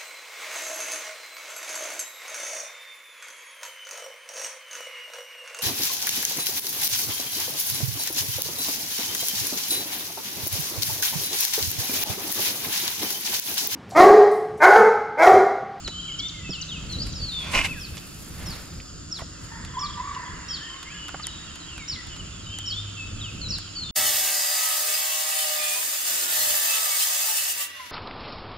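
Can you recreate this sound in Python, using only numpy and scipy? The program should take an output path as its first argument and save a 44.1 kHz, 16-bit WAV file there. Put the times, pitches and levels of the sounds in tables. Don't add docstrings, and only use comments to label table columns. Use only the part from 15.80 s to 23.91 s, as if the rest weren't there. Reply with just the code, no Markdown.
import sys
import numpy as np
from scipy import signal
from scipy.fft import rfft, irfft
from scipy.io import wavfile
from scipy.ndimage import map_coordinates

SR = 44100
rng = np.random.default_rng(int(sys.argv[2]) if len(sys.argv) > 2 else 0)


def to_wav(s):
    ch = np.atleast_2d(s).T
    pcm = np.round(np.clip(ch, -1, 1) * 32767)
    wavfile.write(sys.argv[1], SR, pcm.astype(np.int16))


N = 357651


# [start_s into the song, length_s, start_hz, middle_hz, end_hz,
# level_db, warble_depth_hz, swell_over_note_db, repeat_delay_s, repeat_change_db]
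SONG_NOTES = [(0.0, 0.125, 2950, 3094, 3200, -39, 16, 9, 0.0111, -0.5),
              (0.112, 0.16, 3110, 3104, 3020, -37, 114, 3, 0, -0.5),
              (0.271, 0.12, 2910, 3470, 3570, -31, -3, 5, -0.006, 0),
              (0.521, 0.13, 2760, 2610, 2677, -41.5, -11, -12.5, 0, 6),
              (0.781, 0.11, 4100, 3000, 2446, -35, -2, -7, -.015, -1.5),
              (0.99, 0.086, 4560, 4075, 3910, -34.5, 3, -10, -0.019, 2),
              (1.074, 0.071, 4100, 4760, 5420, -31, 296, 8, -.01, -2),
              (1.305, .11, 4600, 4400, 3900, -32.5, -6, 9, .004, 1),
              (1.406, 0.14, 3660, 3545, 3245, -28, 17, 1, -0.011, -7),
              (1.777, 0.064, 2570, 2626, 2330, -34.5, -16, 1, 0, 0),
              (1.826, 0.08, 2295, 1706, 1580, -45, -2, -17, 0, 0)]
# [start_s, level_change_db, warble_rate_hz for a 3100 Hz note]
SONG_TIMES = [(.1, 1.5, 32.9), (6.636, 0.5, 36)]
# [start_s, length_s, start_hz, end_hz, level_db]
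SLURS = [(0.045, 0.033, 4580, 3980, -31.5), (0.079, 0.059, 3940, 3970, -41),
         (0.272, 0.057, 2510, 2050, -50), (0.385, 0.1, 2350, 2090, -51.5), (0.535, 0.14, 2160, 2003, -43.5),
         (0.721, 0.077, 3510, 2620, -33.5), (0.799, 0.0293, 3060, 2820, -36.5),
         (4.176, 0.018, 3360, 3100, -55), (4.677, 0.29, 3220, 3104, -41.5),
         (4.808, 0.086, 1730, 1824, -39.5), (5.055, 0.038, 2010, 2140, -38.5),
         (5.094, 0.075, 2220, 2900, -42), (5.115, 0.072, 1705, 1674, -47.5), (5.153, .14, 2897, 2944, -42),
         (5.425, 0.0091, 4400, 5300, -36), (5.426, 0.032, 5250, 3370, -33), (5.461, 0.037, 3230, 3000, -38),
         (5.486, 0.178, 3850, 3740, -47), (5.792, 0.062, 4170, 3860, -48), (5.88, 0.07, 3470, 2750, -41),
         (5.978, 0.076, 2570, 2120, -44), (6.155, 0.061, 2080, 1950, -38.5),
         (6.312, 0.042, 3105, 2870, -42), (6.394, 0.021, 3100, 2930, -39)]
SLUR_BEND = .72
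SLUR_WARBLE_HZ, SLUR_WARBLE_OVER_S = 75.6, .2
# [start_s, level_db]
TINY_CHIPS = [(0.39, -30), (0.482, -36), (0.813, -29), (1.123, -34.5), (1.323, -38)]
TRILL_S, TRILL_GAP_S = 3.869, .0372
TRILL_FIRST_DB, TRILL_GROWTH_DB, TRILL_TOP_DB = -48, 3, -37.5
LONG_ECHO_FROM_HZ, LONG_ECHO_TO_HZ, LONG_ECHO_DB, LONG_ECHO_T60_S = 2110, 2750, -9, 1.4
# [delay_ms, level_db]
BOUNCES = [(1.3, -8), (3.1, -12), (31, -15)]
WARBLE_DB_PER_HZ, WARBLE_WANDER_RAD = .019, .45

# [start_s, length_s, end_hz, level_db]
CHIPS = [(0.695, 0.071, 3200, -40), (1.338, 0.087, 3950, -45), (1.997, 0.088, 3370, -45.5),
         (2.659, 0.1, 3400, -42.5), (3.313, 0.082, 3020, -38), (3.998, 0.096, 3130, -39),
         (4.69, .095, 3390, -37), (6.086, 0.078, 3140, -36), (6.865, 0.087, 3170, -36.5),
         (7.692, 0.083, 3450, -36)]
# [pitch_hz, level_change_db]
CHIP_LOUDNESS = [(3100, 0.5), (3750, -4.5), (4200, 9.5), (4550, 2), (5200, 10.5), (5500, 1), (5800, 16)]
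CHIP_TOP_HZ = 5743
UPSTROKE_FROM_S, UPSTROKE_DB, EARLY_UPSTROKE_DB = 3.7, 1.5, -21

# [start_s, length_s, start_hz, middle_hz, end_hz, level_db,
# octave_db relative to the call, throb_depth 0-1]
FAR_CALLS = [(3.697, 0.1, 880, 923, 873, -44.5, 0.5, 0.3), (3.934, 0.034, 1060, 1030, 990, -39, -14, 0.1),
             (3.965, 0.0294, 977, 1010, 1080, -25, -31, 0), (3.995, 0.021, 1095, 1140, 1150, -34, -21, 0.1),
             (4.017, 0.056, 1136, 1178, 1160, -28.5, -18, .1), (4.165, 0.048, 985, 978, 970, -32.5, -18, 0),
             (4.197, 0.021, 1053, 1005, 1070, -23.5, -17, 0),
             (4.214, 0.14, 1057, 1153, 1080, -34, -19, 0.8), (4.356, 0.028, 1040, 998, 980, -31, -18, 0),
             (4.39, 0.022, 1028, 995, 1000, -29.5, -18, 0), (4.425, 0.023, 1000, 986, 980, -38, -16, 0),
             (4.458, 0.038, 1008, 981, 975, -33.5, -6, 0), (4.863, 0.13, 957, 1065, 1070, -47, -6, 0.64)]

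SWELL_DB = 29

# [start_s, level_db, attack_s, hold_s, release_s]
SWISHES = [(1.66, -37, 0.2, 0.2, 0.15), (1.752, -21, 0.051, 0.007, 0.088),
           (1.784, -25, 0.05, 0.0068, 0.076)]
# [pitch_hz, level_db per Hz]
SWISH_COLOUR = [(120, -51), (200, -2), (430, -14), (554, -5), (798, -11), (1050, -0.5), (1190, -8.5),
                (1450, -5), (1710, -11), (2020, -5.5), (2560, 0.5), (3360, -13), (6350, -15.5),
                (12700, -44), (15500, -54)]
PUFF_S, PUFF_DB, PUFF_ATTACK_S, PUFF_RELEASE_S = 1.768, -25, 0.065, 0.16
RELEASE_S, RELEASE_DB, RELEASE_HOLD_S, RELEASE_EDGE_S = 1.85, -24, 0.0069, 0.034
# [pitch_hz, level_db per Hz]
RELEASE_COLOUR = [(470, -48), (800, -11.5), (1280, -22), (1640, -8.5), (2980, -5.5), (3170, -14.5),
                  (10300, -24.5), (15500, -61)]
SPOOL_HOLD_S, SPOOL_DB, SPOOL_RISE_DB_PER_S, SPOOL_STOP_S = 0.94, -51.5, 3.5, 0.43
# [pitch_hz, level_db per Hz]
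SPOOL_COLOUR = [(3000, -5.5), (6000, -5), (9000, 0), (12000, -0.5), (14000, -7), (16000, -14)]
# [start_s, level_db, attack_s, release_s]
THIN_HISSES = [(1.13, -51, 0.25, 0.34), (1.27, -43, 0.033, 0.073), (1.639, -47, 0.72, 0.25),
               (1.74, -33.5, 0.086, 0.34), (3.39, -45, 0.064, 0.075), (3.64, -51, 0.13, 0.33),
               (7.53, -57, 0.089, 0.25)]
# [pitch_hz, level_db per Hz]
THIN_HISS_COLOUR = [(3000, 2.5), (6000, -1), (9000, 0), (11500, -6.5), (13500, -11), (16000, -33)]
# [start_s, level_db, attack_s, hold_s, release_s]
SLEEVES = [(1.1, -49, 1, 0.039, 1.7), (2.15, -50.5, 0.26, 0.04, 0.58), (2.62, -41, 0.39, 0.12, 0.52)]
# [pitch_hz, level_db per Hz]
SLEEVE_COLOUR = [(100, 12), (300, 2.5), (600, 2), (2000, 2.5), (5000, -5.5), (10000, -27.5)]

# [start_s, level_db]
RATTLES = [(1.739, -19), (1.750, -14), (1.7555, -16), (1.766, -22), (1.776, -14), (1.782, -17),
           (1.790, -16), (1.807, -21), (1.814, -16), (1.847, -19.5), (1.861, -27)]
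# [pitch_hz, level_db, t60_s]
REEL_MODES = [(650, -13, 0.011), (1060, -12.5, 0.043), (1450, -25, 0.021), (2100, -3.5, 0.055),
              (2420, -3.5, 0.045), (2616, -5, 0.069), (2900, -4, 0.035), (5300, -8, 0.0074),
              (7600, -29, .15)]
# [start_s, treble_db, body_db, left_right_db]
TICKS = [(1.2683, -34.5, -49, -6), (2.17, -29.5, -33.5, -6), (3.8492, -30, -37, -2), (5.029, -33, -34, -2),
         (5.2829, -25, -32, 3), (5.469, -11.5, -32.5, -2), (5.757, -30, -40, 6), (5.9793, -32, -36.5, -4),
         (6.2707, -29, -43, 1), (6.364, -54, -38, -2), (6.787, -19, -33.5, 2), (7.785, -22.5, -34.5, -6)]
SNAP_T60_S, TICK_BODY_T60_S = .004, .035
# [start_s, level_db, pitch_hz, t60_s]
KNOCKS = [(0.077, -21, 3040, 0.0088), (0.079, -34.5, 1347, 0.039), (0.082, -28.5, 413, 0.027),
          (.083, -41, 905, 0.068), (0.693, -25, 202, 0.025), (.699, -26, 185, 0.082),
          (0.701, -37, 340, 0.068), (2.179, -27.5, 3420, 0.0073), (3.001, -32, 2460, 0.0091),
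          (3.388, -36.5, 1490, 0.023), (3.394, -31.5, 1110, 0.04), (3.406, -33, 1010, 0.024),
          (3.411, -40, 1940, 0.07), (3.42, -27.5, 660, 0.035), (4.349, -34, 2920, 0.028),
          (5.284, -43, 760, 0.018), (5.2908, -26.5, 1440, 0.02), (5.344, -31, 1260, 0.015),
          (5.3443, -24.5, 770, 0.015), (5.397, -30.5, 1220, 0.058), (7.55, -32, 193.5, 0.15)]

# [pitch_hz, width_hz, level_db]
CHORUS = [(1335, 244, -56), (4900, 1100, -91)]
LULL_S, LULL_DB, LULL_FADE_S, LULL_HOLD_S, LULL_RECOVER_S = 1.68, -8.5, 0.85, 0.38, 2.9

# [start_s, level_db, attack_s, hold_s, release_s]
CHATTER = [(0, -50.5, .1, 1.96, 1.7), (5.2, -47.5, 5.5, 2.9, 1.1)]
# [start_s, level_db, attack_s, hold_s, release_s]
TWITTER = [(2.95, -59, 0.44, 0.19, .2), (3.78, -61.5, 0.94, 0.13, .15), (4.12, -55, .2, 0.035, .15),
           (4.39, -56, .1, 0.031, 0.081)]
# [pitch_hz, level_db per Hz]
ECHO_COLOUR = [(500, -33), (900, -8), (1700, -8), (2200, -9.5), (2800, 1.5), (3600, -9), (4300, -9.5),
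               (5300, -11), (6300, -62), (9500, -17), (12000, -51)]
# [start_s, level_db, attack_s, hold_s, release_s]
WOODS = [(3.8, -45, 0.57, 0, 0.89), (4.45, -41, 1.4, 0, 1.7), (5.6, -53.5, 3, 0.69, 0.76)]
# [pitch_hz, level_db per Hz]
WOODS_COLOUR = [(500, 3.5), (750, -5.5), (1000, 13), (1400, 7), (1700, 13.5), (1980, 13), (2200, 2.5),
                (3500, -27), (5000, -61)]

# [pitch_hz, level_db per Hz]
HISS_COLOUR = [(180, -18), (300, 4.5), (453, -14.5), (744, -11), (808, -23.5), (1330, -6), (2320, -26),
               (2880, -18.5), (4000, -15.5), (4720, -6), (5660, -12.5), (7020, -10.5), (13800, -43.5),
               (15500, -76)]
HISS_DB = -46.5
# [pitch_hz, likeness, where below 0 counts as 0]
HISS_LIKENESS = [(60, 0.92), (150, 0.065), (380, -0.77), (950, 0.67), (2380, 0.39), (5980, 1),
                 (15000, -0.83)]
# [time_s, level_db]
BREEZE = [(0, -42.5), (.9, -44.5), (1.9, -41), (3.8, -45.5), (5.5, -47.5), (7.001, -41.5), (8.11, -45)]
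# [start_s, level_db, attack_s, hold_s, release_s]
BUFFETS = [(1.15, -31.5, 0.46, 0.18, 0.34), (1.75, -36, 1, 0.21, 0.35), (2.7, -33.5, 0.66, 0.0085, 0.13),
           (3.4, -41.5, 0.25, 0.26, .2), (3.88, -42, 0.25, 0, .15), (4.11, -35.5, 0.79, 0.038, 0.13),
           (4.67, -39, 0.097, 0.024, 0.14), (6.28, -38, 0.16, 0.16, .4), (7.68, -34.5, 0.6, 0, 0.43)]
# [pitch_hz, level_db per Hz]
RUMBLE_COLOUR = [(12, -55), (20, -4.5), (59, 4.5), (97, 1.5), (128, -1.5), (161, -0.5), (238, -8),
                 (325, -15), (362, -17), (500, -20.5), (650, -24.5), (1100, -120)]
GUST_DB = 2.4
# [start_s, level_db, attack_s, hold_s, release_s]
LOW_HUM = [(7.05, -38.5, 1.47, 0.35, 1.63)]
# [start_s, level_db, attack_s, hold_s, release_s]
UPPER_HUM = [(.65, -47.5, 4.4, 0.5, 0.67), (1.5, -56.5, 0.97, 10.5, 2.6), (7.6, -44, 0.52, -0.5, 0.97)]
CUTOFF_HZ = 15600


def songbirds(db=-1, wet_db=-5.0, flutter_db=1.0):
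    out = np.zeros(N)
    for repeat, (begin, song_db, rate_hz) in enumerate(SONG_TIMES):
        for s, length, start, middle, end, note_db, warble, rise_db, delay_s, change_db in SONG_NOTES:
            warble_hz = rate_hz * (middle / 3100) ** 1.3
            note = whistle(length, [start, middle, end], song_db + note_db + repeat * change_db, warble,
                           edge=0.41, warble_hz=warble_hz, waver=0.0067, rise_db=rise_db)
            add(out, begin + s + repeat * delay_s, note)
    for s, length, start, end, note_db in SLURS:
        warble = SLUR_WARBLE_HZ * (length > SLUR_WARBLE_OVER_S)
        middle = start + SLUR_BEND * (end - start)
        add(out, s, whistle(length, [start, middle, end], note_db, warble, edge=0.22, waver=0.0123))
    for s, note_db in trill():
        add(out, s, whistle(0.0205, [3600, 3400, 3130], note_db, edge=0.74))
    for s, note_db in TINY_CHIPS:
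        add(out, s, tiny_chip(note_db))
    out = bounced(out) * from_db(db + flutter_db * drift(90))
    ringing_notes = band(out, LONG_ECHO_FROM_HZ, LONG_ECHO_TO_HZ, order=4)
    long_echo = from_db(LONG_ECHO_DB) * trees(ringing_notes, t60=LONG_ECHO_T60_S, onset_s=0.056, alike=0.44)
    echo = from_db(wet_db) * trees(out, t60=1.18, onset_s=0.0036, alike=0.24)
    return place(out, pan_db=1.5, lag_ms=-0.047) + echo + long_echo


def trill(count=8):
    return [(TRILL_S + k * TRILL_GAP_S, min(TRILL_FIRST_DB + k * TRILL_GROWTH_DB, TRILL_TOP_DB))
            for k in range(count)]


def tiny_chip(db, length=.02, overtone_db=-27):
    peak = whistle(0.42 * length, [5200, 6150, 5200], db - 0.5, octave_db=overtone_db, edge=0.051, waver=0.04)
    drop = whistle(0.49 * length, [4700, 4200, 3750], db, octave_db=overtone_db, edge=0.13, waver=0.043)
    return np.concatenate([peak, drop])


def chipper(db=0, wet_db=-6, flutter_db=2, upstroke_s=0.0144, bend=0.46):
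    out = np.zeros(N)
    for s, length, end, note_db in CHIPS:
        middle = CHIP_TOP_HZ + bend * (end - CHIP_TOP_HZ)
        fall = whistle(length, [CHIP_TOP_HZ, middle, end], note_db, edge=0.12, waver=0.011)
        falling_hz = np.linspace(CHIP_TOP_HZ, end, len(fall))
        add(out, s, fall * from_db(np.interp(falling_hz, *np.transpose(CHIP_LOUDNESS))))
        upstroke_db = UPSTROKE_DB if s > UPSTROKE_FROM_S else EARLY_UPSTROKE_DB
        rising_hz = CHIP_TOP_HZ * np.array([.8, .98, 1.01])
        add(out, s - .009, whistle(upstroke_s, rising_hz, note_db + upstroke_db, edge=0.47))
    out = bounced(out) * from_db(db + flutter_db * drift(150))
    echo = from_db(wet_db) * trees(out, t60=0.7, onset_s=0.0015, alike=0.31)
    return place(out, pan_db=-0.5, lag_ms=0.023) + echo


def far_bird(db=-2, wet_db=-4, rough_db=1.5, rasp=0.14, rasp_hz=170, throb_hz=52):
    out = np.zeros(N)
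    for s, length, start, middle, end, note_db, octave_db, throb in FAR_CALLS:
        call = whistle(length, [start, middle, end], note_db, octave_db=octave_db, edge=0.65, waver=0.011)
        t = np.arange(len(call)) / SR
        add(out, s, call * (1 + throb * np.sin(2 * np.pi * throb_hz * t)))
    out *= from_db(db + rough_db * drift(70)) * (1 + rasp * drift(rasp_hz))
    echo = from_db(wet_db) * trees(out, t60=0.6, onset_s=0.013, alike=1.0)
    return place(out + echo, pan_db=-1.5, lag_ms=-0.1)


def cast(swish_grain_db=0.0, hiss_grain_db=2, hiss_db=1):
    swish = level(SWISHES) * noise(SWISH_COLOUR, 0.7) * from_db(swish_grain_db * drift(400))
    push = swell(PUFF_S, PUFF_DB, PUFF_ATTACK_S, 0, PUFF_RELEASE_S)
    puff = push * noise([(12, -26), (32, 9), (60, -29), (150, -55), (400, -77)], 0.59)
    let_go = swell(RELEASE_S, RELEASE_DB, RELEASE_EDGE_S, RELEASE_HOLD_S, RELEASE_EDGE_S)
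    release = let_go * noise(RELEASE_COLOUR, 0.48) * from_db(swish_grain_db * drift(550))
    since_release_s = np.clip(np.arange(N) / SR - RELEASE_S, 0, SPOOL_HOLD_S)
    spool_level_db = SPOOL_DB + SPOOL_RISE_DB_PER_S * since_release_s
    spool = swell(RELEASE_S, spool_level_db, RELEASE_EDGE_S, SPOOL_HOLD_S, SPOOL_STOP_S)
    thin = level([(s, db, attack, 0, fade) for s, db, attack, fade in THIN_HISSES])
    hisses = spool * noise(SPOOL_COLOUR, 0.072) + thin * noise(THIN_HISS_COLOUR, 0.14)
    hisses = hisses * from_db(hiss_db + hiss_grain_db * drift(210))
    sleeves = level(SLEEVES) * noise(SLEEVE_COLOUR, 0.64) * from_db(1.16 * drift(60))
    body = place(swish + puff + sleeves, pan_db=-2.0, lag_ms=-0.024)
    return body + release + place(hisses, pan_db=0.0, lag_ms=0)


def reel(db=-1, uneven_db=1.0, crack_db=-9, crack_t60=0.0037):
    t, out = np.arange(SR // 5) / SR, np.zeros(N)
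    hz, mode_db, t60 = np.transpose(REEL_MODES)[:, :, None]
    for s, hit_db in RATTLES:
        strength = from_db(mode_db + uneven_db * rng.standard_normal(hz.shape))
        strength = strength * rng.choice([-1, 1], hz.shape)
        ring = np.sum(strength * np.sin(2 * np.pi * hz * t) * from_db(-60 * t / t60), axis=0)
        crack = rms_one(band(rng.standard_normal(len(t)), 900, 8000)) * from_db(crack_db - 60 * t / crack_t60)
        add(out, s, from_db(db + hit_db) * (ring + crack))
    return place(out, pan_db=-1.5, lag_ms=-0.049)


def tackle(snap_db=-2.5, body_db=0.0, scuff=0.42, scuff_t60=0.048):
    t = np.arange(SR // 10) / SR
    ticks, knocks = np.zeros((2, N)), np.zeros(N)
    for s, treble_db, low_db, pan_db in TICKS:
        snap = rms_one(band(rng.standard_normal((2, len(t))), 5800, 10700, order=3))
        snap = snap * from_db(treble_db + snap_db - 60 * t / SNAP_T60_S)
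        body = rms_one(band(rng.standard_normal(len(t)), 600, 4800))
        body = body * from_db(low_db + body_db - 60 * t / TICK_BODY_T60_S)
        add(ticks, s, (snap + body) * from_db(pan_db / 2 * np.array([[1], [-1]])))
    for s, db, hz, t60 in KNOCKS:
        contact = rms_one(band(rng.standard_normal(len(t)), hz / 2, hz * 2, order=3))
        contact = scuff * contact * from_db(-60 * t / scuff_t60)
        ring = np.sin(2 * np.pi * hz * t) * from_db(-60 * t / t60)
        add(knocks, s, from_db(db) * (ring + contact))
    return ticks + place(knocks, pan_db=-5.0, lag_ms=-0.02)


def insects(db=-48, top_hz=7380, bottom_hz=6720, pulse_hz=15.0, width_hz=130, depth=0.019):
    t, out = np.arange(N) / SR, 0
    for lead in np.arange(2) / 2:
        stroke = (pulse_hz * t + lead + 0.0418 * drift(3)) % 1
        phase = 2 * np.pi * np.cumsum(top_hz + (bottom_hz - top_hz) * stroke) / SR
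        teeth = noise([(1, 0), (width_hz, 0), (3 * width_hz, -30), (2000, -90)], 0.023)
        out = out + from_db(db) * teeth * np.sin(phase) * (1 + depth * np.cos(4 * np.pi * stroke))
    for hz, width, band_db in CHORUS:
        flat = noise([(1, 0), (SR, 0)], 0.52)
        out = out + from_db(band_db) * rms_one(band(flat, hz - width / 2, hz + width / 2))
    return out


def deep_birds(low_hz=2650, high_hz=3750, direct_db=-11, twitter_hz=4950, twitter_s=0.035,
               twitter_wet_db=-3, count=170):
    slurs, twitter = np.zeros(N), np.zeros(N)
    for k, (when, pitch, length, slide) in enumerate(rng.random((count, 4))):
        hz = low_hz + pitch * (high_hz - low_hz)
        glide = 1 + (slide + .3) * np.array([.08, 0, -.05])
        add(slurs, (k + when) / count * N / SR, whistle(0.0254 + 0.039 * length, hz * glide, 0, edge=0.09))
    for s in np.arange(0, N / SR, twitter_s):
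        late_s, note_db = rng.normal(0, [.004, 2.5])
        note = whistle(0.026, twitter_hz * np.array([1.1, 1, .92]), note_db, edge=0.95, waver=0.015)
        add(twitter, s + late_s, note)
    slurs = slurs * level(CHATTER)
    twitter = twitter * level(TWITTER) * from_db(8.5 + 1.1 * drift(12))
    echo = trees(slurs + from_db(twitter_wet_db) * twitter, t60=0.26, onset_s=0.0076, alike=0.68)
    return place(from_db(direct_db) * slurs + twitter + echo, pan_db=-1, lag_ms=-.04)


def far_echo(db=-1):
    return place(from_db(db) * level(CHATTER) * noise(ECHO_COLOUR, 0.34), pan_db=-6.0, lag_ms=-0.085)


def outdoors(hiss_db=0.0, rumble_db=-2.5, breeze_db=4, hum_hz=101, upper_hz=168):
    t = np.arange(N) / SR
    hiss = from_db(HISS_DB + hiss_db + .5 * drift(3.41)) * noise(HISS_COLOUR, at_hz(HISS_LIKENESS))
    breeze = from_db(breeze_db + np.interp(t, *np.transpose(BREEZE)))
    air = np.hypot(breeze, level(BUFFETS))
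    rumble = air * noise(RUMBLE_COLOUR, 0.89) * from_db(rumble_db + GUST_DB * drift(14))
    low = level(LOW_HUM) * np.sin(2 * np.pi * np.cumsum(hum_hz + 1.008 * drift(6.5)) / SR)
    upper = level(UPPER_HUM) * np.sin(2 * np.pi * np.cumsum(upper_hz + 8 * drift(6)) / SR)
    hum = np.sqrt(2) * (low + upper) * from_db(2 * drift(7.4))
    woods = level(WOODS) * noise(WOODS_COLOUR, 0.46)
    return place(hiss + rumble + hum + woods, pan_db=-0.46, lag_ms=-0.052)


def whistle(length, pitches, db, warble=0, octave_db=-99, edge=.4, warble_hz=29, waver=0.0072, rise_db=0):
    t = np.arange(max(int(length * SR), 2)) / SR
    unsteady = np.interp(t * 140, np.arange(64), rng.standard_normal(64))
    slide = np.polyfit([0, .5, 1], pitches, 2)
    hz = np.polyval(slide, t / length) * (1 + waver * unsteady)
    quaver = warble * np.sin(2 * np.pi * warble_hz * t + WARBLE_WANDER_RAD * unsteady)
    phase = 2 * np.pi * np.cumsum(hz + quaver) / SR
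    loudness_db = rise_db * t / length - WARBLE_DB_PER_HZ * quaver
    envelope = signal.windows.tukey(len(t), edge) * from_db(loudness_db)
    return from_db(db) * rms_one(envelope) * (np.sin(phase) + from_db(octave_db) * np.sin(2 * phase))


def bounced(x):
    out = x.copy()
    for delay_ms, db in BOUNCES:
        add(out, delay_ms / 1000, from_db(db) * x)
    return out * np.std(x) / np.std(out)


def trees(x, t60, onset_s, alike):
    t = np.arange(2 * SR) / SR
    mid, side = rng.standard_normal((2, len(t)))
    echoes = stereo(mid, side, alike) * from_db(-60 * t / t60) * (1 - np.exp(-t / onset_s))
    return signal.fftconvolve(x[None], echoes / np.sqrt(np.sum(echoes ** 2) / 2), axes=1)[:, :N]


def noise(colour, alike):
    mid, side = rfft(rng.standard_normal((2, N)))
    return rms_one(irfft(stereo(mid, side, alike) * from_db(at_hz(colour)), N))


def stereo(mid, side, alike):
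    alike = np.clip(alike, 0, 1)
    return np.sqrt(1 + alike) * mid + np.sqrt(1 - alike) * side * [[1], [-1]]


def place(x, pan_db, lag_ms):
    left, right = np.broadcast_to(x, (2, N))
    left = map_coordinates(left, [np.arange(N) - lag_ms * SR / 1000], order=3)
    return np.array([left * from_db(pan_db / 2), right * from_db(-pan_db / 2)])


def swell(s, db, attack_s, hold_s, release_s):
    t = np.arange(N) / SR - s
    before = np.maximum(-t, 0) / max(attack_s, 1e-3)
    after = np.maximum(t - hold_s, 0) / max(release_s, 1e-3)
    return from_db(np.maximum(db - SWELL_DB * (before + after), -140))


def level(rows):
    return np.sqrt(sum(swell(*row) ** 2 for row in rows))


def drift(rate):
    knots = rng.standard_normal(int(N / SR * 1000))
    return rms_one(np.interp(np.arange(N) / SR * rate, np.arange(len(knots)), knots))


def at_hz(points):
    hz, value = np.transpose(points)
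    return np.interp(np.log(np.fft.rfftfreq(N, 1 / SR) + 1), np.log(hz), value)


def band(x, low_hz, high_hz, order=2):
    edges = [low_hz, min(high_hz, SR / 2 - 1)]
    return signal.sosfilt(signal.butter(order, edges, "band", fs=SR, output="sos"), x + 1e-18)


def add(track, s, sound):
    at = max(round(s * SR), 0)
    track[..., at:at + sound.shape[-1]] += sound[..., :max(N - at, 0)]


def rms_one(x):
    return x / np.sqrt(np.mean(x ** 2) + 1e-20)


def from_db(db):
    return 10 ** (np.asarray(db) / 20)


def scene():
    birds = songbirds() + chipper() + far_bird()
    angler = cast() + reel() + tackle()
    lull = from_db(LULL_DB * swell(LULL_S, 0, LULL_FADE_S, LULL_HOLD_S, LULL_RECOVER_S))
    background = lull * insects() + deep_birds() + far_echo() + outdoors()
    return birds + angler + background


def record(dry):
    return signal.sosfilt(signal.ellip(10, .1, 90, CUTOFF_HZ, fs=SR, output="sos"), dry)


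dry = scene()
out = record(dry)
to_wav(out)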